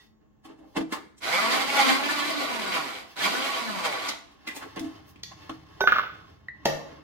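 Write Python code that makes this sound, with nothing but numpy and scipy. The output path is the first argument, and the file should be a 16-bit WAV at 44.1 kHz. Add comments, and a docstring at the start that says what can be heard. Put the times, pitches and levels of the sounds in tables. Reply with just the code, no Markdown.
"""A tiled kitchen, heard in stereo through a phone. A steel dish rings away faintly, then hands seat a plastic
jar on a small electric chopper. Twice the motor runs up and coasts down: tones follow the shaft, and random
impacts, swept by two blade wings, ring the jar as nuts are flung at its wall. The jar comes off, a utensil
clinks, the base bumps down with its plug rattling, a lid is tapped and a bowl clanks. Blows are short noise
bursts that excite decaying modes; shaped noise gives the quiet room and a low rumble that grows after 4.4 s."""
import sys
import numpy as np
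from scipy import signal
from scipy.fft import rfft, irfft
from scipy.io import wavfile
from scipy.ndimage import uniform_filter1d, map_coordinates

SR = 44100
rng = np.random.default_rng(int(sys.argv[2]) if len(sys.argv) > 2 else 0)


def file_out(sig):
    """Save sig as 16-bit WAV at sys.argv[1]."""
    # one column per channel
    cols = np.atleast_2d(sig).T
    # limit, then scale
    lim = np.clip(cols, -1, 1)
    pcm = np.round(lim * 32767).astype(np.int16)
    wavfile.write(sys.argv[1], SR, pcm)


N = 310002
TIME = np.arange(N) / SR


def undb(db):
    """Turn decibels into an amplitude factor."""
    return 10 ** (np.asarray(db) / 20)


def unit(x):
    """Scale to rms 1."""
    return x / np.sqrt(np.mean(x ** 2))


def unit_energy(x):
    """Scale to a sum of squares of 1."""
    return x / np.sqrt(np.sum(x ** 2))


def over_time(points):
    """Read (seconds, value) points sample by sample."""
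    return np.interp(TIME, *np.transpose(points))


def along(points, hz):
    """Read (Hz, value) points on a log-frequency axis."""
    f, value = np.transpose(points)
    return np.interp(np.log(np.maximum(hz, 1)), np.log(f), value)


def convolve(x, response):
    """Filter and keep the length."""
    return signal.fftconvolve(x, response)[:len(x)]


def butter(x, hz, kind):
    """Second-order Butterworth filter."""
    return signal.sosfilt(signal.butter(2, hz, kind, fs=SR, output="sos"), x)


def colour(points, tilt_db=0, size=4096):
    """Minimum-phase response of a spectrum, tilted by dB per octave above 200 Hz."""
    hz = np.maximum(np.arange(size // 2 + 1) * SR / size, 1)
    db = along(points, hz) + tilt_db * np.log2(np.maximum(hz, 200))
    # folding the cepstrum forward in time makes the response causal
    cepstrum = irfft(np.log(undb(db)))
    cepstrum[1:size // 2] *= 2
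    cepstrum[size // 2 + 1:] = 0
    return unit_energy(irfft(np.exp(rfft(cepstrum))))


def resonate(x, peaks):
    """Parallel resonances (Hz, width in Hz, dB)."""
    out = 0
    for hz, width, db in peaks:
        b, a = signal.iirpeak(hz, hz / width, fs=SR)
        out = out + undb(db) * signal.lfilter(b, a, x)
    return out


def ring(modes):
    """One second of decaying modes; each has a weaker twin close by and beats with it."""
    t = TIME[:SR]
    out = 0
    for hz, db, t60 in modes:
        twin_hz = hz * (1 + 0.012 * rng.standard_normal())
        pair = np.sin(2 * np.pi * hz * t) + .5 * np.sin(2 * np.pi * twin_hz * t)
        decay = np.exp(-np.log(1000) * t / t60)
        out = out + undb(db) * unit_energy(pair * decay)
    return out


def walk(rate):
    """Smooth random drift, rms 1, with about rate new values a second."""
    k = int(SR / rate)
    held = rng.standard_normal(N)[np.arange(N) // k]
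    return unit(uniform_filter1d(uniform_filter1d(held, k), k))


def grains(rate, spread_db):
    """Tiny impacts of either sign, rate a second, a few far larger than the rest."""
    size = undb(spread_db * np.minimum(rng.exponential(size=N), 5))
    struck = rng.random(N) < rate / SR
    return unit(struck * size * rng.choice([-1, 1], N))


def swell(s, half_s):
    """A smooth rise and fall about a moment, 1 at the top."""
    return np.exp(-((TIME - s) / half_s) ** 2)


def add(track, s, sound):
    """Lay a sound into a track."""
    start = int(s * SR)
    track[start:start + len(sound)] += sound[:N - start]


# Reverberation of the tiled room. Each row: frequency in Hz, 60 dB decay time in seconds.
ROOM_DECAY = [(150, 0.69), (500, 0.58), (1400, 0.53), (4000, 0.46), (8000, 0.44), (15000, 0.33)]
PORT_LAG = 5  # samples by which the direct sound is late at the left microphone port


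def room(x, direct_db, wet_db, pan_db, early_db, early_s=0.0083):
    """Direct sound, right port first, then quick reflections off counter and jars, then the tiled room."""
    t = TIME[:SR]
    hz = np.arange(SR // 2 + 1)
    centres = np.geomspace(125, 16000, 8)
    out = []
    # a negative pan makes the left port the weaker one
    for lag, side_db in ((PORT_LAG, pan_db / 2), (0, -pan_db / 2)):
        noise = rfft(rng.standard_normal(SR))
        tail = 0
        for centre, share in zip(centres, np.eye(len(centres))):
            band = irfft(noise * along(np.c_[centres, share], hz), SR)
            tail = tail + band * np.exp(-np.log(1000) * t / along(ROOM_DECAY, centre))
        early = rng.standard_normal(SR) * np.exp(-t / early_s) * (t > .001)
        response = undb(wet_db) * unit_energy(tail * (t > .005)) + undb(early_db) * unit_energy(early)
        response[lag] += undb(direct_db)
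        out.append(undb(side_db) * convolve(x, response))
    return np.array(out)


def stereo_noise(spectrum, side_db):
    """Steady coloured noise, partly alike at both ports."""
    mid, side = (convolve(rng.standard_normal(N), colour(spectrum)) for _ in range(2))
    return mid + undb(side_db) * side * np.array([[1], [-1]])


# Spectrum of the quiet kitchen. Each row: frequency in Hz, relative dB per Hz.
KITCHEN_SPECTRUM = [(15, -22), (25, -18.5), (64, 2), (165, -43), (211, 5), (276, -30), (361, -16.5),
                    (4690, -51), (6850, -38), (9720, -64.5), (15800, -39)]
# Spectrum of the low rumble. Each row: frequency in Hz, relative dB per Hz.
RUMBLE_SPECTRUM = [(15, -46), (25, -16.5), (75, 12.5), (188, 7.5), (236, -28), (249, -56), (300, -16),
                   (390, -46), (660, -120)]
# The rumble, growing in the second half. Each row: time in seconds, level in dB.
RUMBLE_DB = [(0, -69), (.5, -69.5), (4.4, -70), (4.8, -56), (6, -56.5), (7, -59)]


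def background():
    """Quiet kitchen noise, broad between the ports, and a nearly central low rumble that grows."""
    kitchen = undb(-68) * stereo_noise(KITCHEN_SPECTRUM, side_db=2.0)
    return kitchen + undb(over_time(RUMBLE_DB)) * stereo_noise(RUMBLE_SPECTRUM, side_db=-13.0)


# Modes of a steel dish. Each row: frequency in Hz, relative energy in dB, 60 dB decay time in seconds.
STEEL_DISH = [(1940, 0, 0.2), (3628, -5, 0.28), (4500, -9, .34), (5530, -21, .45), (6578, -21, 0.29)]


def fading_steel():
    """A steel dish rings away faintly at the start, as a sum of decaying modes."""
    track = np.zeros(N)
    add(track, 0, undb(-35) * ring(STEEL_DISH))
    return track


# Spectrum of hands on plastic. Each row: frequency in Hz, relative dB per Hz.
HAND_SPECTRUM = [(100, -15), (300, 9.5), (500, 1), (1000, -2), (2500, -15), (5500, -24.5), (8000, -44.5),
                 (15800, -46.5)]
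# Hands sliding on plastic. Each row: middle in seconds, half length in seconds, level in dB before the room,
# brightness in dB per octave.
HAND_RUBS = [(0, 0.072, -69, 7.5), (0.727, 0.073, -75.5, 9.5), (3.12, 0.073, -64, 7.5),
             (4.398, 0.016, -81, 4.5), (4.75, 0.35, -61, 4.5), (5.092, 0.028, -65, 13),
             (5.488, 0.15, -61, 4.5), (5.767, 0.091, -68, 4.5), (6.164, 0.24, -65.5, 4),
             (6.3, 0.032, -83.5, 6), (6.81, 0.18, -58.5, 2.5)]


def hands():
    """Fingers and sleeves rub in small catches; a faint sleeve rustle runs on between the rubs."""
    catches = undb(2 * walk(25.23)) * grains(2500, spread_db=2.0)
    track = undb(-79.5) * convolve(catches, colour(HAND_SPECTRUM))
    for s, half_s, db, tilt_db in HAND_RUBS:
        track += undb(db) * swell(s, half_s) * convolve(catches, colour(HAND_SPECTRUM, tilt_db))
    return track


def blows(rows, spectrum, modes, spot_db=7, spot_width=.5):
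    """A blow is a tick inside a short scrape; it sets off a dull crack and the modes of the thing struck."""
    track, lead = np.zeros(N), .05  # seconds left for the scrape to rise
    t = TIME[:SR] - lead
    for s, db, length, tilt_db, spot_hz, ring_db in rows:
        # the scrape rises a little faster than it falls
        envelope = np.exp(-np.maximum(t, -t / .7) / length)
        force = unit_energy(rng.standard_normal(SR) * envelope)
        # the shorter the scrape, the stronger its tick
        force[int(lead * SR)] += 2 * np.exp(-length / 0.00073)
        force = unit_energy(force)
        # the spot that is struck answers with one broad resonance
        crack = convolve(force, colour(spectrum, tilt_db))
        crack = unit_energy(crack + resonate(crack, [(spot_hz, spot_width * spot_hz, spot_db)]))
        # the modes take the blow as one push
        push = np.cumsum(force ** 2)
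        ringing = push * np.roll(unit_energy(ring(modes)), int(lead * SR)) * (t >= 0)
        add(track, s - lead, undb(db) * (crack + undb(ring_db) * ringing))
    return track


# Columns of every table of blows below: time in seconds, energy of the crack in dB before the room,
# scrape length in seconds, brightness in dB per octave, pitch of the spot struck in Hz, ring in dB re crack.
# Columns of every table of modes: frequency in Hz, relative energy in dB, 60 dB decay time in seconds.
# Columns of every table of a spectrum: frequency in Hz, relative dB per Hz.

# Blows: lid taps, columns as above.
TAPS_ON_LID = [(6.485, -12.5, 0.0016, 0.0083, 1900, 1)]
# Spectrum of the lid, columns as above.
LID_SPECTRUM = [(300, -17), (1200, -25), (1750, -2), (1970, 9), (2200, -14), (2800, -36.5), (3900, -6),
                (6000, -40), (15800, -77)]
# Modes of the lid, columns as above.
LID_RING = [(1942, 10, 0.13), (1820, -2, 0.19), (3890, -24, 0.053)]


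def lid_taps():
    """A tap whose crack and strongest modes crowd near 1.9 kHz."""
    return blows(TAPS_ON_LID, LID_SPECTRUM, LID_RING, spot_db=13)


# Spectrum of struck steel, columns as above.
STEEL_SPECTRUM = [(40, -37), (140, -13), (260, -8), (400, -5), (620, -2.5), (820, -5), (1000, -6.5),
                  (1500, -13.5), (3000, -9), (4500, -9.5), (6300, -11.5), (8500, -34), (12000, -24.5),
                  (15800, -37)]
# Blows on a steel bowl, columns as above.
CLANKS_ON_BOWL = [(6.6558, -5, 0.0014, 5, 2000, -14), (6.6572, 2, 0.0017, -1, 660, 0.5),
                  (6.662, -6, 0.0037, -1, 447, 2.5)]
# Modes of the bowl, columns as above.
BOWL_RING = [(150, -2.5, 0.6), (320, -12, 0.24), (373, -3, 0.29), (451, 0, 0.16), (481, -2, 0.48),
             (550, 6.5, 0.37), (627, 4.5, 0.22), (650, 0, 0.3), (800, -0.5, 0.14), (1168, -4, 0.51),
             (1805, 3, 0.13), (1883, -1, 0.14), (1960, 3.5, 0.17), (3881, -9, 0.34), (5650, -10, 0.27),
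             (5710, -3.5, 0.26), (6150, -17, 0.33), (7068, -16, 0.23)]
# Blows on a utensil, columns as above.
CLINKS_OF_UTENSIL = [(5.2348, -13, 0.0016, 3.5, 5150, -9)]
# Modes of the utensil, columns as above.
UTENSIL_RING = [(1920, 4, 0.2), (2966, -19, 0.31), (2280, -5, 0.22), (3540, 3, 0.27), (3935, 1, 0.28),
                (4900, -3, 0.25), (4370, 0, 0.26), (5470, -16, .15), (6100, -12, 0.3), (6600, 0, 0.3),
                (12310, -14, 0.23)]


def steel():
    """A utensil clinks with high modes, and a bowl clanks with many low and high ones."""
    bowl = blows(CLANKS_ON_BOWL, STEEL_SPECTRUM, BOWL_RING, spot_db=2)
    return bowl + blows(CLINKS_OF_UTENSIL, STEEL_SPECTRUM, UTENSIL_RING, spot_db=6)


# Spectrum of the plug's knocks, columns as above.
PLUG_SPECTRUM = [(40, -37.5), (150, -11), (500, -1), (1000, 1), (2300, 3), (3500, -4), (6000, -20.5),
                 (8000, -53), (15800, -17.5)]
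# Modes of the plastic shell, columns as above.
SHELL_RING = [(1262, -20, .4), (1487, -12, .14), (1697, -21, .22), (2100, -18, .08), (3451, -26, .7)]
# The plug bouncing on the base. Each row: time in seconds, energy in dB before the room, shell pitch in Hz.
PLUG_BOUNCES = [(5.8718, -2, 1410), (5.8743, 13, 1386), (5.88, 7, 1420), (5.884, 0, 1410),
                (5.8901, 3, 1460), (5.9219, 8.5, 1350), (5.926, 7.5, 1420), (5.9315, -2, 1300),
                (5.959, 0.5, 1320), (5.962, 2, 1260), (5.9672, 1.5, 1390), (5.985, 5, 1260),
                (5.9898, 1, 1450), (5.995, 2.5, 1226)]
CHATTER_S, CHATTER_DB = .03, -13  # decay and level of the small bounces after each knock


def plug():
    """Hard, short knocks into one broad resonance of the shell; the cord chatters and the shell rings on."""
    knocks, bodies, tick = np.zeros(N), np.zeros(N), colour(PLUG_SPECTRUM)
    for s, db, hz in PLUG_BOUNCES:
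        shell = butter(tick, hz * np.exp([-.13, .13]), "band")
        add(bodies, s, undb(db) * unit_energy(shell))
        add(knocks, s, undb([db]))
    # energy left in the cord after each knock
    energy = np.abs(convolve(knocks ** 2, np.exp(-TIME[:SR] / CHATTER_S)))
    shaken = np.sqrt(energy / (CHATTER_S * SR))
    ticks = undb(-10) * knocks + undb(CHATTER_DB) * shaken * grains(900, spread_db=0)
    return bodies + convolve(ticks, tick) + convolve(knocks, ring(SHELL_RING))


# Blows as the base is put away, columns as above.
BUMPS_OF_BASE = [(5.8078, 3, 0.0011, 1.5, 990, -3.5), (5.8125, 0.5, 0.0054, -0.5, 436, 8.5),
                 (5.84, 1.3, 0.0016, -6, 1380, -20)]
# Spectrum of the bumps, columns as above.
BUMP_SPECTRUM = [(100, -32), (390, -16), (850, -4), (1300, -15.5), (2200, -14), (4000, -20.5),
                 (6000, -23.5), (8000, -62), (15800, -32)]
# Modes of the base, columns as above.
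BASE_RING = [(395, -0.5, 0.12), (830, -19, 0.036), (1504, 5, 0.32), (3490, -9.5, 0.52), (3770, -10, 0.086),
             (5970, -19, 0.25), (6060, -17.5, .2), (11960, -16.5, 0.2)]


def base_bumps():
    """The base is put away in close bumps, each a crack with the base's modes."""
    return blows(BUMPS_OF_BASE, BUMP_SPECTRUM, BASE_RING)


# Sharp plastic clicks: the switch and the jar's catch, columns as above.
PLASTIC_CLICKS = [(.925, -9, 0.0042, 3.2, 1380, -31), (1.182, -35, 0.0085, 3.4, 7550, -29),
                  (4.089, -10.5, 0.0058, 3.5, 5500, -25), (4.32, -40, 0.018, 5.2, 2800, -24),
                  (4.475, -12.5, 0.0054, 4, 2060, -15.5), (4.487, -16.5, 0.0035, 3.8, 1930, 5),
                  (4.508, -21, .014, 3, 2300, -13), (4.564, -15, 0.015, 5.8, 805, -16),
                  (4.7945, -21, 0.0006, 8, 4400, -10), (5.159, -33, 0.0017, 0.8, 2750, -18),
                  (5.195, -43, 0.0032, 1, 2720, -11)]
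# Spectrum of the clicks, columns as above.
CLICK_SPECTRUM = [(100, -9), (300, 11), (750, -11.5), (1400, -15), (2300, -13.5), (4000, -18),
                  (6300, -24.5), (10000, -31.5), (15800, -36.5)]
# Modes of the clicking plastic, columns as above.
CLICK_RING = [(1910, -9, 0.32), (2004, 6, 0.092), (2620, -23, 0.15), (3600, -5, 0.029)]


def plastic_clicks():
    """Switch and catch click and snap, with a strong resonance at the spot struck."""
    return blows(PLASTIC_CLICKS, CLICK_SPECTRUM, CLICK_RING, spot_db=13, spot_width=0.54)


# Blows on the jar: handling thuds, and one lump striking inside at 1.572 s, columns as above.
KNOCKS_ON_JAR = [(.452, -28, 0.01, 8.5, 750, 3), (.495, -24, 0.036, 3.5, 364, -1.5),
                 (.59, -41.5, 0.026, 7.5, 680, 16), (.635, -28.5, 0.094, 2.5, 605, 6.5),
                 (.768, -2.5, 0.0084, 4.5, 282, -3.5), (.808, -12.5, 0.0069, 4, 294, 4),
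                 (.932, -10.5, 0.016, 8.5, 1180, -16), (.965, -17, 0.022, 3.5, 1130, -17),
                 (1.572, -4, 0.063, 7, 626, -18), (4.624, -17, 0.015, 5.5, 1310, -9),
                 (4.657, -24, 0.0052, 1, 400, -11), (4.761, -26, 0.001, 9.5, 1000, -7),
                 (4.768, -12.5, 0.0042, -1.5, 640, -6), (4.774, -16, 0.011, 4, 2300, -13),
                 (4.808, -31.5, 0.011, 10, 310, 23), (4.8435, -23, 0.03, 6.5, 320, 14.5),
                 (5.317, -26, 0.007, 4.5, 1170, -17.5), (5.495, -15.5, 0.0015, 4.5, 1130, 0.5)]
# Spectrum of the thuds, columns as above.
THUD_SPECTRUM = [(50, -87.5), (100, -6.5), (170, 9), (310, -1), (450, -2), (900, -5.5), (1800, -18),
                 (4000, -29), (10000, -50.5), (15800, -61.5)]
# Modes of the jar, columns as above.
JAR_RING = [(256, 8, 0.11), (277.5, 12.5, 0.19), (319, 15.5, 0.28), (681, 5, 0.099), (1145, -5.5, 0.23),
            (1450, -28, 0.2)]


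def jar_knocks():
    """Handling thuds and one lump set off the jar's low modes."""
    return blows(KNOCKS_ON_JAR, THUD_SPECTRUM, JAR_RING)


def knocks_in_room():
    """Each kind of knock, click and rub is placed in the room with its own direct sound and reflections."""
    jar = room(jar_knocks() + hands(), direct_db=2.5, wet_db=-5, pan_db=-0.5, early_db=9.0, early_s=0.013)
    clicks = room(plastic_clicks(), direct_db=3, wet_db=0, pan_db=-.5, early_db=7, early_s=.008)
    base = room(base_bumps() + plug(), direct_db=-.5, wet_db=-10.3, pan_db=-2, early_db=-11, early_s=.012)
    taps = room(lid_taps() + fading_steel(), direct_db=4, wet_db=-3, pan_db=-1, early_db=-3)
    clanks = room(steel(), direct_db=4, wet_db=1, pan_db=0.0, early_db=-5)
    return jar + clicks + base + taps + clanks


# Presses of the button. Each row: on in seconds, off in seconds, nuts settle in seconds, spin-up time constant
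# in seconds, grinding in dB at the press, fall as the nuts get finer in dB per second.
BUTTON_RUNS = [(1.17, 2.37, 3.01, .195, -30, 5), (3.135, 3.489, 4.15, 0.12, -30, 12)]
# Lumps caught by the blade. Each row: time in seconds, half length in seconds, grinding rise in dB,
# blade tone rise in dB, shaft slowed by Hz (negative is a slight gain).
CAUGHT_LUMPS = [(1.346, 0.04, 5, 18, 0.5), (1.53, 0.046, 6, 3, -0.5), (1.807, 0.07, 9, 15, 22),
                (1.905, 0.045, 6, 15, 20), (2.182, 0.076, 4.5, 1, 4), (2.598, 0.0051, 5, -23, 0),
                (2.758, 0.051, 8.5, 8.5, 0), (2.96, 0.024, 4.5, 15, -0.5), (3.257, 0.024, 5.5, 15, 0),
                (3.442, 0.056, 3, -8, 0), (3.856, 0.021, 11, 0, -1.5), (3.985, 0.12, 5, 12.5, -0.5),
                (4.111, 0.058, 13.5, 10, 0.5)]
TOP_SPEED_HZ, COAST_HZ_PER_S = 297, 330  # speed the driven shaft tends to; friction slows it evenly
SAG_LAG_S, SAG_HALF_S = .055, .07  # the shaft gives way late and slowly


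def shaft_speed():
    """The shaft runs up while the button is held, sags after lumps and coasts down; in Hz, at least 1."""
    hz = np.zeros(N)
    for on, off, _, spin_up_s, *_ in BUTTON_RUNS:
        held_s = np.clip(TIME, on, off) - on
        driven = TOP_SPEED_HZ * (1 - np.exp(-held_s / spin_up_s))
        hz = np.maximum(hz, driven - COAST_HZ_PER_S * np.maximum(TIME - off, 0))
    sag = sum(sag_hz * swell(s + SAG_LAG_S, SAG_HALF_S) for s, _, _, _, sag_hz in CAUGHT_LUMPS)
    return np.maximum(hz - sag, 1)


def run_levels():
    """Strength of the grinding and seconds since the button went down."""
    load, run_s = np.zeros(N), np.zeros(N)
    for on, _, settle, _, db, fall_db in BUTTON_RUNS:
        started = TIME >= on
        run_s = np.where(started, TIME - on, run_s)
        settling = np.exp(-np.maximum(TIME - settle, 0) / 0.05)
        load += started * undb(db - fall_db * run_s) * settling
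    return load, run_s


def shaft_tone(turns, count, lead=0):
    """A tone at a multiple of the shaft speed, wavering in phase and level."""
    phase = 2 * np.pi * count * turns + lead + .25 * walk(70)
    return np.sqrt(2) * np.sin(phase) * undb(2 * walk(28) - .5)


# Blade overtones. Each row: multiple of the shaft speed, relative level in dB.
BLADE_OVERTONES = [(2, -5), (3, -2.5), (4, -3.5), (5, -9), (7, -11), (8, -20)]
# Resonances of the air in the jar. Each row: frequency in Hz, width in Hz, level in dB.
JAR_AIR = [(520, 45, -3), (620, 30, 0), (800, 60, 0), (1080, 100, 0), (1450, 80, -2), (2100, 350, -4)]


def motor(turns, hum_db, blade_db):
    """Unbalance hums once a turn; blade overtones flare as they glide through the jar's cavity."""
    out = []
    for lead in (0, np.pi / 2):  # the ports are out of step
        blade = sum(undb(db) * shaft_tone(turns, k, lead) for k, db in BLADE_OVERTONES)
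        hum = undb(hum_db) * shaft_tone(turns, 1, lead)
        out.append(hum + resonate(undb(blade_db) * blade, JAR_AIR))
    return np.array(out)


# Wander of the jar's resonances: share of pitch, rate a second, level in dB rms.
JAR_DRIFT, JAR_DRIFT_PER_S, JAR_SWAY_DB = .008, 12, 2.5


def shifting(x, peaks, count=3):
    """Groups of resonances drift in pitch and strength as the heap moves about the jar."""
    out = 0
    for k in range(count):
        warped = TIME + JAR_DRIFT / JAR_DRIFT_PER_S * walk(JAR_DRIFT_PER_S)
        drifting = map_coordinates(resonate(x, peaks[k::count]), [warped * SR], order=1)
        out = out + drifting * undb(JAR_SWAY_DB * walk(JAR_DRIFT_PER_S))
    return out


# Spectrum of nut pieces on the wall. Each row: frequency in Hz, relative dB per Hz.
NUT_SPECTRUM = [(88, -33), (150, -14.5), (259, -7), (390, -7), (801, -5.5), (901, -7), (1120, -0.5),
                (1250, -4), (1680, -8.5), (2040, -1), (2530, -6.5), (4720, -13.5), (6200, -19),
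                (14600, -28.5), (15800, -40)]
# Resonances of the running jar. Each row: frequency in Hz, width in Hz, level in dB.
RUNNING_JAR = [(275, 10.3, -2), (367, 134, -2.5), (665, 20.6, 8), (816, 63, -2), (984, 17, 7.5),
               (1125, 39, 2), (1201, 27, -5.5), (1464.5, 17.6, 9), (1996, 15, 1), (2277, 59, -4),
               (2680, 35, -16), (3150, 41, 0), (3490, 69, 1), (3990, 55, 6), (4280, 11, 4.5), (4510, 25, 7),
               (4760, 22, 9), (4810, 15, -2)]
RIDE_SHARE = .28  # share of the impact that rides the blade and strikes again one turn later


def nuts(turns, speed_hz, tumble, treble_db, body_db):
    """Each of two blade wings flings pieces at the wall; the heap tumbles unevenly and the jar rings."""
    sweep = 1 + .15 * np.cos(2 * np.pi * turns) + .15 * np.cos(4 * np.pi * turns)
    impacts = grains(4000 + 30 * speed_hz, spread_db=1.5) * sweep * tumble
    impacts = impacts + sum(RIDE_SHARE ** k * np.interp(turns - k, turns, impacts) for k in (1, 2))
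    wall = convolve(impacts, colour(NUT_SPECTRUM))
    wall = unit(undb(-1.5) * wall + shifting(wall, RUNNING_JAR))
    # treble and body are weighted apart; a lump favours the middle band
    treble = signal.sosfiltfilt(signal.butter(2, 3300, "high", fs=SR, output="sos"), wall)
    body = signal.sosfiltfilt(signal.butter(2, 900, fs=SR, output="sos"), wall)
    return wall - treble - body + treble * undb(treble_db) + body * undb(body_db)


def chops(turns, rows):
    """A caught piece is struck once a turn, unevenly, until it is worn away; it knocks at its own pitch."""
    track, t = np.zeros(N), TIME[:SR // 6]
    for s, length_s, db, hz in rows:
        shaft = turns[int(s * SR):][:len(t)] + rng.random()
        uneven = undb(3 * rng.standard_normal(len(t)))
        strikes = np.gradient(np.floor(shaft)) * np.exp(-t / length_s) * uneven
        knock = np.sin(2 * np.pi * hz * t) * np.exp(-t * hz / 1.96)  # dies within a few cycles
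        knock = unit_energy(knock[:SR // 50])
        add(track, s, undb(db) * convolve(strikes, knock))
    return butter(track, 240, "high")  # keep the knocks above 240 Hz


PIECE_S, PIECE_SPREAD_DB = .022, 19  # time constant of wear, range of sizes
PIECE_LOW_HZ, PIECE_HIGH_HZ = 668, 4310


def small_pieces(count=240):
    """Pieces caught at random from first press to last settling: (s, length s, relative dB, pitch Hz)."""
    when, size, pitch = rng.random((count, 3)).T
    first, last = BUTTON_RUNS[0][0], BUTTON_RUNS[-1][2]
    s = first + (last - first) * (np.arange(count) + when) / count
    hz = PIECE_LOW_HZ * (PIECE_HIGH_HZ / PIECE_LOW_HZ) ** pitch
    return np.c_[s, np.full(count, PIECE_S), PIECE_SPREAD_DB * size, hz]


# Big pieces that hammer on the wall. Each row: start in seconds, time constant of wear in seconds,
# dB per strike before the room, pitch in Hz.
HAMMERING_PIECES = [(1.351, .015, -5, 1130), (1.797, 0.048, -0.5, 1120), (2.587, 0.014, -22, 770),
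                    (2.776, 0.04, -11.5, 284), (3.26, 0.012, -8, 970), (3.87, 0.13, -9.5, 694)]
# Unbalance hum, coming and going through both runs. Each row: time in seconds, level in dB before the mix.
HUM_DB = [(1.25, -51.5), (1.36, -42), (1.45, -35), (1.54, -31.5), (1.59, -38), (1.65, -38), (1.74, -49),
          (1.83, -26.5), (1.93, -25), (2.01, -51), (2.12, -38.5), (2.23, -30), (2.28, -52), (2.38, -29),
          (2.47, -49), (2.55, -35), (2.7, -49), (2.85, -64), (3.18, -56), (3.27, -36), (3.33, -46),
          (3.4, -36), (3.48, -47.5), (3.58, -55), (3.69, -30.5), (3.78, -43), (3.9, -58)]
# Resonances of the motor housing. Each row: frequency in Hz, width in Hz, level in dB.
MOTOR_HOUSING = [(2250, 160, -2), (3160, 650, -17)]
FLING_START_HZ, FLING_FULL_HZ = 45.7, 123.4  # shaft speeds at which the nuts begin to fly and all fly
TREBLE_DB, BODY_DB = 3, -0.5  # shares of the grinding above 3300 Hz and below 900 Hz, before a lump
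TREBLE_PER_LUMP_DB, BODY_PER_LUMP_DB, BODY_GAIN_DB_PER_S = -0.17, -.5, 2  # per dB of lump; through a run
BLADE_DB, BLADE_DB_PER_OCTAVE = -43.5, 1  # tone at top speed before the mix, and its fall at lower speeds


def chopper():
    """Motor and nuts share one shaft; grinding fades as the nuts get finer and surges at each lump."""
    speed_hz = shaft_speed()
    load, run_s = run_levels()
    turns = np.cumsum(speed_hz * (1 + 0.00484 * walk(60))) / SR
    lump_db = sum(db * swell(s, half_s) for s, half_s, db, _, _ in CAUGHT_LUMPS)
    strain_db = sum(db * swell(s, half_s) for s, half_s, _, db, _ in CAUGHT_LUMPS)
    flung = np.clip((speed_hz - FLING_START_HZ) / (FLING_FULL_HZ - FLING_START_HZ), 0, 1)
    strength = flung * load * undb(lump_db)
    treble_db = TREBLE_DB + TREBLE_PER_LUMP_DB * lump_db
    body_db = BODY_DB + BODY_PER_LUMP_DB * lump_db + BODY_GAIN_DB_PER_S * run_s
    # the hum wavers slightly at random; the blade tone changes under strain
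    hum_db = over_time(HUM_DB) + 1.5 * walk(60)
    blade_db = BLADE_DB + BLADE_DB_PER_OCTAVE * np.log2(speed_hz / TOP_SPEED_HZ) + strain_db
    # twelve armature slots whine through the housing, most under current while the shaft gains speed
    gain_hz_per_s = uniform_filter1d(np.gradient(speed_hz) * SR, size=2048)
    current = np.clip(gain_hz_per_s / 500, .25, 1)
    slots = shaft_tone(turns, count=12) + shaft_tone(turns, count=13)
    whine = current * resonate(slots, MOTOR_HOUSING)
    # each port catches other pieces of the same tumbling heap
    tumble = undb(1.4 * walk(40))
    pieces = np.array([nuts(turns, speed_hz, tumble, treble_db, body_db) for _ in range(2)])
    grinding = strength * (pieces + undb(-3) * whine)
    echo = room(grinding[0], direct_db=-30, wet_db=-7, pan_db=-1.4, early_db=-13)
    # caught pieces give the coarse grain and short gliding overtones
    small = strength * undb(-6) * unit(chops(turns, small_pieces()))
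    chopping = small + chops(turns, HAMMERING_PIECES)
    chopping = room(chopping, direct_db=-5, wet_db=-8, pan_db=-1.4, early_db=-2.5)
    # the gliding tones beat with their own reflections
    tones = flung * motor(turns, hum_db, blade_db)
    beating = room(tones[0], direct_db=-40, wet_db=-11, pan_db=0, early_db=-11)
    # the right port hears the direct grinding a little louder
    return undb([[-.2], [1.2]]) * grinding + echo + chopping + undb(-6.5) * tones + beating


def scene():
    """The quiet kitchen, the knocks of jar, base and steel, and the chopper."""
    return background() + knocks_in_room() + chopper()


TOP_HZ = 15900


def record(dry):
    """The phone cuts the top with a steep low-pass."""
    return signal.sosfilt(signal.ellip(10, .2, 70, TOP_HZ, fs=SR, output="sos"), dry)


dry = scene()
out = record(dry)
file_out(out)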